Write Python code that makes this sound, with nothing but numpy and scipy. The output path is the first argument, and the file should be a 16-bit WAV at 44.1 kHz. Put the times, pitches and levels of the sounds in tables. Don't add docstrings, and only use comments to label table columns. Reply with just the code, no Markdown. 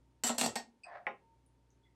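import sys
import numpy as np
from scipy import signal
from scipy.fft import rfft, irfft, next_fast_len
from scipy.io import wavfile

SR = 44100
rng = np.random.default_rng(int(sys.argv[2]) if len(sys.argv) > 2 else 0)


def store_pcm(level_fs):
    pcm = np.round(np.clip(level_fs, -1, 1) * 32767).astype(np.int16)
    wavfile.write(sys.argv[1], SR, np.atleast_2d(pcm).T)


N = 85995


def amp(db):
    return 10 ** (np.asarray(db) / 20)


def unit(x):
    return x / np.sqrt(np.mean(x ** 2) + 1e-20)


def along(points, hz):
    point_hz, value = np.transpose(points)
    return np.interp(np.log(hz + 1), np.log(point_hz + 1), value)


def clock(size=SR // 2):
    return np.arange(size) / SR


def swell(points, outside_db=None):
    return amp(np.interp(clock(N), *np.transpose(points), left=outside_db, right=outside_db))


def add(track, start_s, sound):
    i = max(0, round(start_s * SR))
    track[i:i + len(sound)] += sound[:N - i]


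def coloured(x, colour, tilt_db=0):
    size = next_fast_len(len(x) + 8192)
    hz = np.fft.rfftfreq(size, 1 / SR)
    gain = unit(amp(along(colour, hz) + tilt_db * np.log2(1 + hz / 1000)))
    cepstrum = irfft(np.log(gain + 1e-9), size)
    cepstrum[1:size // 2] *= 2
    cepstrum[size // 2 + 1:] = 0
    response = np.exp(rfft(cepstrum))
    return irfft(rfft(x, size) * response, size)[:len(x)]


def burst(colour, t60, tilt_db=0):
    t = clock()
    noise = rng.choice([-1., 1.], len(t))
    return coloured(noise * amp(-60 * t / t60), colour, tilt_db)


def narrow(hz, width, t60):
    spread = 2 ** abs(width)
    colour = [
        (hz / spread ** 7, -66), (hz / spread, -16), (hz, 0),
        (hz * spread, -16), (hz * spread ** 7, -66)]
    return burst(colour, t60)


TREBLE_LOSS_HZ = 7376


def damped(modes, t60, detune=0):
    shaped = []
    for hz, db in modes:
        shifted_hz = hz * (1 + detune * rng.standard_normal())
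        mode_t60 = 1 / (1 / t60 + (hz / TREBLE_LOSS_HZ) ** 2)
        shaped.append((shifted_hz, db, mode_t60))
    return shaped


MODE_SCATTER_DB = 2
RISE_CYCLES = 1


def ring(modes, tilt_db=0):
    hz, db, t60 = np.transpose(modes)[:, :, None]
    t = clock()
    scatter_db = MODE_SCATTER_DB * rng.standard_normal(hz.shape)
    gain = amp(db + tilt_db * np.log2(hz) + scatter_db)
    rise = 1 - np.exp(-(t * hz / RISE_CYCLES) ** 2)
    waves = np.sin(2 * np.pi * (hz * t + rng.random(hz.shape)))
    modes_sum = np.sum(gain * rise * amp(-60 * t / t60) * waves, axis=0)
    return np.sqrt(2) * modes_sum / np.linalg.norm(gain)


# [pitch_hz, t60_s]
KITCHEN_DECAY = [(100, 0.57), (700, 0.22), (2500, 0.2), (7000, 0.2), (14000, 0.099)]
WALL_DELAY_S = 0.0029
ROOM_DB, STACK_ROOM_DB, RING_ROOM_DB = -1.5, -4.5, -16.5
THUD_ROOM_DB, TINK_ROOM_DB, SCRAPE_ROOM_DB = -6.5, -14, -7.5


def kitchen(x, wet_db):
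    hz, t, bands = signal.stft(rng.standard_normal(SR // 2), SR, nperseg=256)
    decay = amp(-60 * t / along(KITCHEN_DECAY, hz)[:, None])
    tail = signal.istft(bands * decay, SR, nperseg=256)[1]
    tail *= np.clip(clock(len(tail)) / WALL_DELAY_S - 1, 0, 1)
    answer = signal.fftconvolve(x, tail / np.linalg.norm(tail))[:len(x)]
    return x + amp(wet_db) * answer


# [pitch_hz, relative level_db]
HUM_PARTIALS = [(59.8, 0), (119.6, -2), (150.7, -14), (269.2, -11), (371.4, -16)]
# [time_s, level_db]
HUM_LEVEL = [(0, -70), (.75, -86), (1.15, -84), (1.4, -73), (1.95, -73.5)]
# [time_s, level_db]
TONE_LEVEL = [(0, -87), (1.17, -88.5), (1.24, -73.5), (1.33, -69), (1.40, -86.5), (1.95, -86.5)]
TONE_HZ = 913
# [pitch_hz, relative level_db]
AIR_COLOUR = [(15, -53.5), (25, -25.5), (44, -6), (117, -6), (335, -6.5), (818, -19.5), (911, -12),
              (1070, -22), (2000, -25), (9570, -34.5), (16000, -51)]
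AIR_DB = -75.5


def background():
    t = clock(N)
    partials = sum(amp(db) * np.sin(2 * np.pi * (hz * t + rng.random())) for hz, db in HUM_PARTIALS)
    hum = swell(HUM_LEVEL) * partials
    tone = swell(TONE_LEVEL) * np.sin(2 * np.pi * TONE_HZ * t)
    air = amp(AIR_DB) * coloured(rng.standard_normal(N), AIR_COLOUR)
    return np.sqrt(2) * (hum + tone) + air


# [start_s, level_db, pitch_hz, width_octaves, t60_s]
TICKS = [(1.4616, -66.5, 9520, 0.11, 0.018), (1.704, -67.5, 6270, 0.18, 0.017),
         (1.8292, -79.5, 3406, 0.061, 0.16), (1.85, -79, 2020, 0.12, 0.33)]


def touches():
    out = np.zeros(N)
    for start_s, db, hz, width, t60 in TICKS:
        add(out, start_s, kitchen(amp(db) * narrow(hz, width, t60), ROOM_DB))
    return out


# [start_s, level_db]
TINKS = [(0.8339, -53), (.8465, -61.5)]
# [pitch_hz, relative level_db, width_octaves, t60_s]
SMALL_BOWL = [(2530, 1, 0.073, 0.13), (4830, -5.5, 0.11, 0.12), (8163, -2, 0.039, 0.062)]
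TINK_RISE_S = .002


def tinks():
    out = np.zeros(N)
    for start_s, db in TINKS:
        tink = sum(amp(level) * narrow(hz, width, t60) for hz, level, width, t60 in SMALL_BOWL)
        onset = 1 - np.exp(-clock() / TINK_RISE_S)
        add(out, start_s, kitchen(amp(db) * tink * onset, TINK_ROOM_DB))
    return out


# [time_s, level_db]
FRICTION_LEVEL = [(.845, -73.5), (.865, -58), (.89, -54.5), (.935, -52.5), (.953, -48), (.961, -44),
                  (.974, -50), (.995, -60.5), (1.045, -71), (1.069, -64.5)]
# [pitch_hz, relative level_db]
SCRAPE_COLOUR = [(300, -40.5), (480, -9.5), (620, 10), (1000, 2.5), (1400, -5), (1800, 1), (2500, -16),
                 (3100, -25), (4300, -26.5), (12000, -66.5)]
# [pitch_hz, relative level_db, t60_s]
SLIDE_MODES = [(646, -6, .08), (704, 0, .12), (775, -7, .06), (830, -11, .05)]
SLIPS_PER_S = 1500
SLIDE_RING_DB = 3


def slide():
    slips = rng.choice([-1., 1.], N) * (rng.random(N) < SLIPS_PER_S / SR)
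    scrape = unit(coloured(slips, SCRAPE_COLOUR))
    sing = amp(SLIDE_RING_DB) * unit(signal.fftconvolve(slips, ring(SLIDE_MODES))[:N])
    friction = swell(FRICTION_LEVEL, outside_db=-np.inf)
    return kitchen(friction * scrape, SCRAPE_ROOM_DB) + kitchen(friction * sing, RING_ROOM_DB)


# [pitch_hz, relative level_db]
FOOT_COLOUR = [(60, -43.5), (200, -12.5), (330, -3.5), (550, 7), (850, 5.5), (1200, -2), (1900, 1.5),
               (2900, -13), (3800, -22.5), (4700, -40.5), (5600, -30.5), (7000, -53.5), (12000, -71.5)]
# [pitch_hz, relative level_db]
FOOT_MODES = [(435, -8), (531, -1), (690, 2), (813, -1), (864, 0), (1045, -3), (1436, -6), (1879, -6)]
# [pitch_hz, relative level_db, t60_s]
CRACK_MODES = [(1790, -2, .035), (1950, 0, .035), (2300, -6, .018), (2900, -8, .012)]
KNOCK_S, KNOCK_DB, CRACK_DB = 1.0676, -30.5, -27.5
FOOT_T60_S = .028
FOOT_RING_T60_S, FOOT_RING_DB = .175, -4


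def foot_knock():
    out = np.zeros(N)
    knock = kitchen(burst(FOOT_COLOUR, FOOT_T60_S), ROOM_DB)
    body = kitchen(ring(damped(FOOT_MODES, FOOT_RING_T60_S)), RING_ROOM_DB)
    crack = amp(CRACK_DB) * ring(CRACK_MODES)
    add(out, KNOCK_S, amp(KNOCK_DB) * (knock + amp(FOOT_RING_DB) * body) + crack)
    return out


# [start_s, end_s where the fade begins, level_db]
RATTLES = [(.24, 0.28, -38), (0.38, 0.4, -38.5), (0.411, .455, -41)]
# [pitch_hz, relative level_db]
CLACK_COLOUR = [(300, -23.5), (900, 2.5), (2000, 1.5), (3600, 0), (4500, -0.5), (6900, 0), (7700, -1),
                (9300, -1), (10600, -18), (11700, -6), (14300, -26.5), (15600, -25)]
# [pitch_hz, relative level_db]
DROPPED_MODES = [(1311, -9), (1889, -15), (3010, -6), (4685, -7), (7174, -9), (7315, -4), (7375, -4),
                 (7495, 1), (7635, -3), (7754, -1), (7810, -4), (7946, -8), (8574, -7), (11650, -16)]
CHATTER_PER_S, CHATTER_T60_S = 450, 0.09
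CHATTER_BRIGHT_DB, CHATTER_RING_DB = 1.5, -4
CLACK_T60_S = .028
DROPPED_T60_S = .16
DETUNE = 0.00092


def chatter():
    t, out = clock(N), np.zeros(N)
    for start_s, end_s, db in RATTLES:
        level = (t >= start_s) * amp(db - 60 * np.maximum(t - end_s, 0) / CHATTER_T60_S)
        contacts = rng.choice([-1., 1.], N) * (rng.random(N) < CHATTER_PER_S / SR)
        hits = level * unit(contacts)
        clack = burst(CLACK_COLOUR, CLACK_T60_S, CHATTER_BRIGHT_DB)
        bowl = ring(damped(DROPPED_MODES, DROPPED_T60_S, DETUNE))
        answer = clack / np.linalg.norm(clack) + amp(CHATTER_RING_DB) * bowl / np.linalg.norm(bowl)
        out += kitchen(signal.fftconvolve(hits, answer)[:N], STACK_ROOM_DB)
    return out


# [start_s, level_db, pitch_hz]
ROCKS = [(0.418, -44, 175.3), (0.454, -46, 158), (0.476, -48.5, 118), (0.492, -56, 89)]
ROCK_T60_S = 0.14


def rocking():
    out = np.zeros(N)
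    for start_s, db, hz in ROCKS:
        add(out, start_s, amp(db) * ring([(hz, 0, ROCK_T60_S)]))
    return out


# [start_s, clack level_db, dropped bowl level_db,
# stacked bowls level_db, counter thump level_db, brightness_db_per_octave]
CLINKS = [(0.2362, -29.5, -22, -28.5, -34.5, 1.5), (0.2426, -35.5, -24.5, -38.5, -30, 0),
          (0.2665, -35.5, -23, -38.5, -39.5, 6), (.2935, -34, -38, -33.5, -28.5, -4),
          (.3005, -37, -34.5, -39, -28.5, -5.5), (.347, -50.5, -48.5, -51.5, -39.5, 2),
          (0.3824, -28.5, -31, -23.5, -32, 5), (0.4123, -25, -33, -30.5, -26, 0),
          (0.4316, -37.5, -46.5, -36.5, -31, -8.5), (0.4389, -38, -39, -29, -26.5, 0),
          (.4615, -31.5, -38.5, -33, -29.5, 2), (0.5558, -35.5, -56, -52, -37, 2),
          (0.5597, -33.5, -63, -49, -29, -3)]
# [pitch_hz, relative level_db]
STACKED_MODES = [(1432, -4), (1860, -3), (2725, -4), (4177, -4), (4290, 2), (4345, -4), (4828, -7),
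                 (5659, -8), (5725, -3), (6670, -5), (7597, 0), (7660, -1), (7763, -1), (8420, -8),
                 (11563, -15), (12310, -19)]
# [pitch_hz, relative level_db]
THUD_COLOUR = [(40, -38.5), (110, -27), (250, 0.5), (420, 3.5), (750, 11.5), (1200, -6), (2000, -16.5),
               (4000, -60)]
# [pitch_hz, relative level_db, t60_s]
COUNTER_MODES = [(237, 4, .16), (438, -8, .09), (637, -3, .15), (702, -3, .14), (772, -3, .13),
                 (870, -6, .11), (960, -5, .11)]
# [pitch_hz, relative level_db]
SEATED_MODES = [(1857, 2), (2756, -6), (4345, -4), (4522, -1), (5324, -2), (5496, -4), (7698, 1),
                (8371, -7), (12310, -10)]
STACKED_T60_S, SEATED_T60_S = 0.19, .19
THUD_T60_S, SEATED_DB = .022, -38
DROPPED_TRIM_DB, STACKED_TRIM_DB, THUD_TRIM_DB, COUNTER_TRIM_DB = -8.5, -10, -2, -5.5


def stack():
    out = np.zeros(N)
    for start_s, clack_db, dropped_db, stacked_db, thump_db, bright_db in CLINKS:
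        clack = amp(clack_db) * burst(CLACK_COLOUR, CLACK_T60_S, bright_db)
        dropped_modes = damped(DROPPED_MODES, DROPPED_T60_S, DETUNE)
        upper = amp(dropped_db + DROPPED_TRIM_DB) * ring(dropped_modes, bright_db)
        stacked_modes = damped(STACKED_MODES, STACKED_T60_S, DETUNE)
        lower = amp(stacked_db + STACKED_TRIM_DB) * ring(stacked_modes, bright_db)
        thud = amp(thump_db + THUD_TRIM_DB) * burst(THUD_COLOUR, THUD_T60_S)
        counter = amp(thump_db + COUNTER_TRIM_DB) * ring(COUNTER_MODES)
        add(out, start_s, kitchen(clack, STACK_ROOM_DB))
        add(out, start_s, kitchen(thud, THUD_ROOM_DB))
        add(out, start_s, kitchen(upper + lower + counter, RING_ROOM_DB))
    last_contact_s = CLINKS[-1][0]
    add(out, last_contact_s, amp(SEATED_DB) * ring(damped(SEATED_MODES, SEATED_T60_S)))
    return out


def scene():
    second_bowl = tinks() + slide() + foot_knock()
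    first_bowl = chatter() + rocking() + stack()
    return (background() + touches() + second_bowl + first_bowl)[None]


TOP_HZ = 16300


def record(dry):
    low_pass = signal.cheby1(14, .1, TOP_HZ, fs=SR, output="sos")
    return signal.sosfilt(low_pass, dry)


dry = scene()
out = record(dry)
store_pcm(out)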